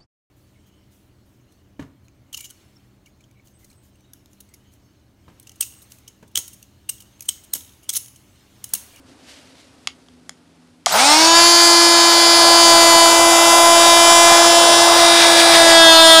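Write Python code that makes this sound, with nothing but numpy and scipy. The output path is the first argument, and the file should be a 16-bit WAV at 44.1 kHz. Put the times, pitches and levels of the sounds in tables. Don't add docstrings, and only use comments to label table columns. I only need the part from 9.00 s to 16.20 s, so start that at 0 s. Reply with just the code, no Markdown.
import sys
import numpy as np
from scipy import signal
from scipy.fft import rfft, irfft
from scipy.io import wavfile
from scipy.ndimage import uniform_filter1d

SR = 44100
rng = np.random.default_rng(int(sys.argv[2]) if len(sys.argv) > 2 else 0)


def wav_out(sig):
    wavfile.write(sys.argv[1], SR, np.round(np.clip(np.atleast_2d(sig).T, -1, 1) * 32767).astype(np.int16))


N = 317520

# (t/s, rate/turns per s)
PACE = [(1.85, 335), (2.0, 334.5), (2.12, 329.3), (2.36, 340.4), (2.47, 343), (2.85, 340.3), (3.61, 338.4),
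        (3.95, 335.4), (4.62, 338.5), (5.34, 340.2), (5.97, 340.5), (6.5, 336.6), (6.8, 331.3), (6.93, 327),
        (7.07, 327.3), (7.2, 324.6)]
SWITCH_ON_S, SPIN_UP_S = 1.852, 0.11
# (held from t/s, level/dB, held to t/s, level/dB, fade in/dB per s, fade out/dB per s)
STANCES = [(2.0, -22, 2.38, -18, 200, 90), (2.45, -14.5, 4.05, -19, 70, 110),
           (3.7, -16.5, 5.3, -15, 20, 30), (4.85, -21.5, 5.742, -16, 39, 18),
           (6.05, -17, 6.78, -18.5, 59, 220), (6.55, -20.5, 6.92, -11.5, 140, 0.5)]
# (t/s, depth/0-1)
BOUNCE = [(5.8, 0), (6.2, .55), (6.55, .55), (6.65, .15), (6.8, 0)]
BOUNCES_PER_S = 55


def tool():
    since = np.maximum(np.arange(N) / SR - SWITCH_ON_S, 1e-3)
    reached = 1 - np.exp(-since / SPIN_UP_S)
    per_s = uniform_filter1d(in_time(PACE)[0], size=2000) * reached
    turn = 2 * np.pi * np.cumsum(per_s) / SR
    stance_db = np.array([held(*row) for row in STANCES])

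    depth, = in_time(BOUNCE)
    hop = 2 * np.pi * np.cumsum(BOUNCES_PER_S + 2.4 * drift(12.2)) / SR
    reversals = 1 + 0.21 * np.cos(2 * turn) + 0.1 * np.cos(turn)
    fan_db, rattle_db = in_time(RUSH)

    tones = motor_hum(turn, reached, stance_db[-1]) + brush_whine(turn) + blade_song()
    noises = fan_rush(fan_db) + gear_rattle(rattle_db, reversals) + wood_scrape(depth, hop, reversals)
    running = np.arange(N) > 1.862 * SR
    return running * (tones + noises + buzz(turn, per_s, stance_db, hop, depth, wander_db=0.95, wobble=0.012))


# (multiple, level/dB)
GATHER = [(1, -5), (2, -4), (3, -0.5), (4, -9), (5, -11), (6, -17), (7, -9), (8, -10), (9, -8.5), (10, -9),
          (11, -6.5), (12, -7), (13, -7), (14, -4), (15, -8.5), (16, -10), (17, -9), (18, -8), (19, -21),
          (20, -11.5), (21, -18), (22, -18), (23, -25), (24, -22), (25, -16), (26, -25), (27, -21),
          (28, -26), (29, -39), (30, -30)]
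FREE = [(1, -4), (2, -9.5), (3, -4.5), (4, -12.5), (5, -10), (6, -11.5), (7, -13), (8, -22.5), (9, -9.5),
        (10, -10.5), (11, -11.5), (12, -11), (13, -2), (14, -0.5), (15, -5), (16, -21), (17, -12),
        (18, -42.5), (19, -9.5), (20, -31), (21, -7.5), (22, -16), (23, -26), (24, -24), (25, -22),
        (26, -15), (27, -26), (28, -25), (29, -18.5), (30, -15), (31, -18), (32, -16), (33, -26), (34, -27),
        (35, -24), (36, -37)]
CLOSE = [(1, -5), (2, -0.5), (3, 0.5), (4, -9), (5, -26), (6, -7), (7, -9.5), (8, -12.5), (9, -7),
         (10, -8.5), (11, -8), (12, -21), (13, -60), (14, -8), (15, -7.5), (16, -18), (17, -12.5),
         (18, -16.5), (19, -9.5), (20, -17), (21, -9), (22, -14.5), (23, -14), (24, -14), (25, -19),
         (26, -19), (27, -14), (28, -15.5), (29, -35), (30, -13.5), (31, -15), (32, -20.5), (33, -18),
         (34, -32), (35, -20), (36, -34), (37, -36)]
SKIM = [(1, -5), (2, 1.5), (3, -3.5), (4, -27), (5, -8.5), (6, -11.5), (7, -16), (8, -11), (9, -7.5),
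        (10, -6), (11, -4.5), (12, -10.5), (13, -12), (14, -8.5), (15, -6), (16, -7), (17, -8.5), (18, -12),
        (19, -36), (20, -15), (21, -10), (22, -21), (23, -13.5), (24, -23), (25, -24), (26, -11.5),
        (27, -14.5), (28, -25), (29, -21), (30, -18), (31, -16), (32, -46), (33, -30)]
CHATTER = [(1, -7), (2, 0.5), (3, -10), (4, -11.5), (5, -7.5), (6, -6), (7, -9.5), (8, -11.5), (9, -14),
           (10, -5.5), (11, -1), (12, -5.5), (13, -24), (14, -5.5), (15, -10), (16, -15), (17, -11.5),
           (18, -20), (19, -21), (20, -18), (21, -21), (22, -23), (23, -14.5), (24, -14), (25, -15),
           (26, -12.5), (27, -11), (28, -16), (29, -21), (30, -16), (31, -14), (32, -21), (33, -27)]
BITE = [(1, -11), (2, 3), (3, -4), (4, -5.5), (5, -4), (6, -5.5), (7, -27), (8, -9), (9, -6.5), (10, -5.5),
        (11, -1.5), (12, -10.5), (13, -8.5), (14, -16), (15, -9), (16, -13), (17, -15), (18, -15),
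        (19, -18), (20, -22), (21, -14), (22, -16.5), (23, -20), (24, -33), (25, -28), (26, -18), (27, -18),
        (28, -11), (29, -21), (30, -35), (31, -32), (32, -21), (33, -23), (34, -32), (35, -32), (36, -39)]
TOP_DB = [-45, -33, -31, -48, -42, -36]
# (f/Hz, level/dB)
PASSING = [(500, -8), (800, 4.5), (1300, 0), (2000, 3.5), (2600, 1), (3100, -3), (3900, 0.5), (4400, -0.5),
           (4800, 1), (5400, 4.5), (5900, -3), (6600, 3), (7500, 1), (8700, -4), (10000, -10)]


def buzz(turn, per_s, stance_db, hop, depth, wander_db, wobble):
    gains, out = from_db(stance_db) ** 2, 0
    phases = rng.standard_normal((46, 2)) * 2.47
    phases[:, 0] *= np.minimum(np.arange(46) / 16.7, 1)
    body_hz, body_db = np.transpose(PASSING)
    tables = [dict(orders) for orders in (GATHER, FREE, CLOSE, SKIM, CHATTER, BITE)]
    spin = np.exp(1j * (turn + wobble * drift(60)))
    unrest_db = 27.0 * np.sqrt(gains[0]) + 10.5 * np.sqrt(gains[-1])
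    power = spin
    for k in range(2, 46):
        power = power * spin
        levels_db = [[table.get(k, top_db)] for table, top_db in zip(tables, TOP_DB)]
        shares = from_db(levels_db) ** 2 * gains
        shares[0] *= from_db(np.interp(k * per_s, body_hz, body_db)) ** 2
        height = np.sqrt(2 * shares.sum(axis=0))
        upper = k > 3
        throb = 1 + upper * depth * np.sin(hop + phases[k, 1])
        restless_db = wander_db * (1 + k / 26.5) * drift(2.6) + upper * unrest_db * drift(9.2)
        tone = (np.exp(1j * phases[k, 0]) * power).real
        out = out + from_db(restless_db) * height * throb * tone
    return out


HUM_DB, HUM_DB_PER_OCTAVE, HUM_BITE_DB = -19.5, 23, 3


def motor_hum(turn, reached, bite_db):
    speed_db = HUM_DB + HUM_DB_PER_OCTAVE * np.log2(reached)
    bite_lift_db = HUM_BITE_DB * from_db(bite_db - bite_db.max())
    level_db = speed_db + bite_lift_db + 0.72 * drift(2.6)
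    return np.sqrt(2) * from_db(level_db) * np.cos(turn)


# (held from t/s, level/dB, to t/s, level/dB, in/dB per s, out/dB per s)
TOUCH = (6, -23.5, 6.5, -25, 30, 40)
# (t/s, peak level/dB)
GRABS = [(6.0, -20), (6.23, -13), (6.4, -13.5), (6.55, -10), (6.71, -14)]
GRAB_RISE, GRAB_FALL = 230, 260
# (f/Hz, relative level/dB per Hz)
SCRAPE = [(300, -7), (900, -5), (1900, 4), (2700, 1), (3800, 3), (5200, 2.5), (7500, -7), (8600, -14),
          (9300, -10), (9900, -16), (10500, -10), (11300, -18), (13000, -28), (15500, -22)]


def wood_scrape(depth, hop, reversals):
    contact = from_db(held(*TOUCH)) + swells(GRABS, GRAB_RISE, GRAB_FALL)
    bounce = 1 + 0.5 * depth * np.sin(hop)
    return contact * bounce * coloured(SCRAPE, noise() * reversals, patchy_db=0.5)


# (held from t/s, level/dB, to t/s, level/dB, in/dB per s, out/dB per s)
BLADE_HOLD = (1.98, -24, 2.25, -26, 900, 130)
BLADE_HZ, BLADE_WIDTH_HZ = 8700, 150


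def blade_song():
    sings = signal.lfilter(*signal.iirpeak(BLADE_HZ, BLADE_HZ / BLADE_WIDTH_HZ, SR), noise())
    return from_db(held(*BLADE_HOLD)) * rms_one(sings)


# (held from t/s, level/dB, to t/s, level/dB, in/dB per s, out/dB per s)
WHINE_HOLD = (1.89, -27, 1.97, -31, 1700, 300)
WHINE_DB = [-2, 0, -3]
COMMUTATOR_BARS = 24


def brush_whine(turn):
    bars = sum(from_db(db) * np.sin((k + 1) * COMMUTATOR_BARS * turn) for k, db in enumerate(WHINE_DB))
    return from_db(held(*WHINE_HOLD) + 5.2 * drift(60)) * bars


# (t/s, fan rush level/dB, gear and brush rattle level/dB)
RUSH = [(1.865, -61, -21.5), (1.9, -27, -24.5), (1.95, -14.5, -19.5), (2.0, -18, -15.5),
        (2.15, -18.5, -15.5), (2.4, -20.5, -17), (2.8, -20, -17), (4.0, -16, -19), (5.0, -16.5, -20),
        (5.5, -15.5, -17.5), (5.9, -15, -20.5), (6.3, -16, -21), (6.75, -16, -19), (7.2, -18.5, -22)]
# (f/Hz, relative level/dB per Hz)
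FAN = [(40, -24), (200, -23), (450, -13.5), (650, -1.5), (850, -1), (1200, -6.5), (1600, -8.5),
       (2200, -31.5), (4000, -28)]


def fan_rush(level_db):
    return from_db(level_db) * coloured(FAN, noise(), patchy_db=1.25)


# (f/Hz, relative level/dB per Hz)
RATTLE = [(1200, -1), (1800, -4.5), (2300, -5.5), (2800, -7), (3500, -3), (4300, -2.5), (5200, 0),
          (6300, -3), (7500, -4.5), (9000, -9), (10800, -12.5), (12000, -35), (13500, -46), (15500, -30)]


def gear_rattle(level_db, reversals):
    return from_db(level_db) * coloured(RATTLE, noise() * reversals, patchy_db=1.7)


# (t/s, rms level/dB, burst decay/s, lowest f/Hz, highest f/Hz)
CLICKS = [(0.8723, -41.5, 0.0018, 1830, 9000), (1.085, -75, 0.0012, 800, 5000),
          (1.2934, -51.5, 0.001, 700, 12000), (1.86, -33.5, 0.002, 2500, 14000),
          (1.8661, -41, 0.0016, 596, 1500)]
# (f/Hz, relative level/dB, t60/s)
HOUSING = [(720, -4.5, 0.019), (1160, -6, 0.015), (2180, -3, .01), (2670, -12, 0.012), (3310, 0, 0.0067),
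           (4160, -6.5, 0.0094), (4600, -3.5, 0.005), (5160, -6, 0.0084), (5990, -2.5, 0.0043),
           (6870, -7, 0.014), (7700, -4.5, 0.0034), (9000, -7, .004), (10000, -4, .004), (11500, -14, .002),
           (13000, -13, .002), (14800, -17, .002)]


def clicks():
    blows = np.zeros(N) + 1e-18
    for s, blow_db, burst_s, low_hz, high_hz in CLICKS:
        burst = rng.choice([-1, 1], 600) * np.exp(-np.arange(600) / (burst_s * SR))
        burst = signal.lfilter(*signal.butter(2, [low_hz, high_hz], "band", fs=SR), burst)
        blows[round(s * SR):][:600] += from_db(blow_db) * rms_one(burst)
    out = 0
    for k, (hz, level_db, t60) in enumerate(HOUSING):
        r, w = from_db(-60 / (t60 * SR)), 2 * np.pi * hz / SR
        strike = [0, from_db(level_db) * np.sin(w)]
        ring = [1, -2 * r * np.cos(w), r * r]
        out = out + (-1) ** k * signal.lfilter(strike, ring, blows)
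    return out


ROOM_T60_S, ROOM_DB = 0.15, -19.5


def room(x):
    t = np.arange(SR // 3) / SR
    tail = rng.standard_normal(len(t)) * from_db(-60 * t / ROOM_T60_S) * (t > 0.009)
    tail = signal.lfilter(*signal.butter(1, 7000, fs=SR), tail)
    return from_db(ROOM_DB) * signal.fftconvolve(x, tail / np.sqrt(np.sum(tail ** 2)))[:N]


# (t/s, peak level/dB)
RUSTLES = [(.1, -53.5), (.31, -44), (.39, -54), (.5, -61), (.6, -56)]
RUSTLE_RISE, RUSTLE_FALL = 170, 170
# (t/s, level/dB)
STIRRING = [(0, -72), (.7, -57.5), (1.2, -62), (1.84, -63.5)]
# (f/Hz, relative level/dB per Hz)
CLOTH = [(500, 8), (1000, -4), (1700, 1), (2800, 2), (4500, 1.5), (6500, -3), (9500, -8), (12000, -17),
         (15000, -30)]


def cloth_rustle():
    grains = noise() * from_db(1.0 * drift(48))
    rustle = from_db(in_time(STIRRING)[0]) + swells(RUSTLES, RUSTLE_RISE, RUSTLE_FALL)
    return rustle * coloured(CLOTH, grains, patchy_db=0.5)


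# (f/Hz, level/dB)
HUM = [(166.9, -67.5), (247.6, -66)]
HUM_SWELL_S, HUM_SWELL_DB, HUM_SWELL_RISE = 1.1, 6, 20


def distant_hum():
    t = np.arange(N) / SR
    tones = sum(np.sqrt(2) * from_db(db + 2 * drift(3.5)) * np.sin(2 * np.pi * hz * t) for hz, db in HUM)
    swell_db = HUM_SWELL_DB - HUM_SWELL_RISE * np.maximum(HUM_SWELL_S - t, 0)
    return from_db(swell_db) * tones


# (f/Hz, relative level/dB per Hz)
SHOP = [(40, -24), (75, -1), (110, -8), (200, -11), (268, 3.5), (330, -6.5), (600, -13), (1500, -18.5),
        (3000, -32), (7000, -36), (9500, -29), (11500, -41), (15500, -48)]
SHOP_DB, SHOP_FADE = -50.5, 3.5


def shop_rumble():
    t = np.arange(N) / SR
    return from_db(SHOP_DB - SHOP_FADE * t) * coloured(SHOP, noise(), patchy_db=1.5)


def from_db(db):
    return 10 ** (np.asarray(db) / 20)


def rms_one(x):
    return x / np.sqrt(np.mean(x ** 2) + 1e-20)


def noise():
    return rng.standard_normal(N)


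def in_time(rows):
    s, *columns = np.transpose(rows)
    return [np.interp(np.arange(N) / SR, s, column) for column in columns]


def held(from_s, first_db, to_s, last_db, rise, fall):
    t = np.arange(N) / SR
    glide_db = np.interp(t, [from_s, to_s + 1e-6], [first_db, last_db])
    return glide_db - rise * np.maximum(from_s - t, 0) - fall * np.maximum(t - to_s, 0)


def swells(rows, rise, fall):
    return sum(from_db(held(s, peak_db, s, peak_db, rise, fall)) for s, peak_db in rows)


def drift(rate_hz):
    r = np.exp(-80 * np.pi * rate_hz / SR)
    sparse = rng.standard_normal(N // 40 + 2002)
    slow = signal.lfilter([1], [1, -2 * r, r * r], sparse)[2000:]
    return np.interp(np.arange(N) / 40, np.arange(len(slow)), rms_one(slow))


def coloured(spectrum, source, patchy_db):
    hz = np.maximum(np.arange(N // 2 + 1) * SR / N, 1)
    table = np.array(spectrum)
    shape_db = np.interp(np.log(hz), np.log(table[:, 0]), table[:, 1], left=-60)
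    shaped = rfft(source) * from_db(shape_db)
    octave = np.log2(hz / 30)
    bands = (irfft(shaped * np.clip(1 - abs(octave - k), 0, 1), N) for k in range(10))
    return rms_one(sum(band * from_db(patchy_db * drift(7.3)) for band in bands))


def scene():
    struck = clicks()
    background = cloth_rustle() + distant_hum() + shop_rumble()
    return np.tile(tool() + struck + room(struck) + background, (2, 1))


CEILING, CUTOFF_HZ = 0.95, 15800


def record(dry):
    squeezed = dry / (1 + abs(dry / CEILING) ** 4.36) ** (1 / 3.7)
    return signal.sosfilt(signal.cheby2(20, 60, CUTOFF_HZ, fs=SR, output="sos"), squeezed)


dry = scene()
out = record(dry)
wav_out(out)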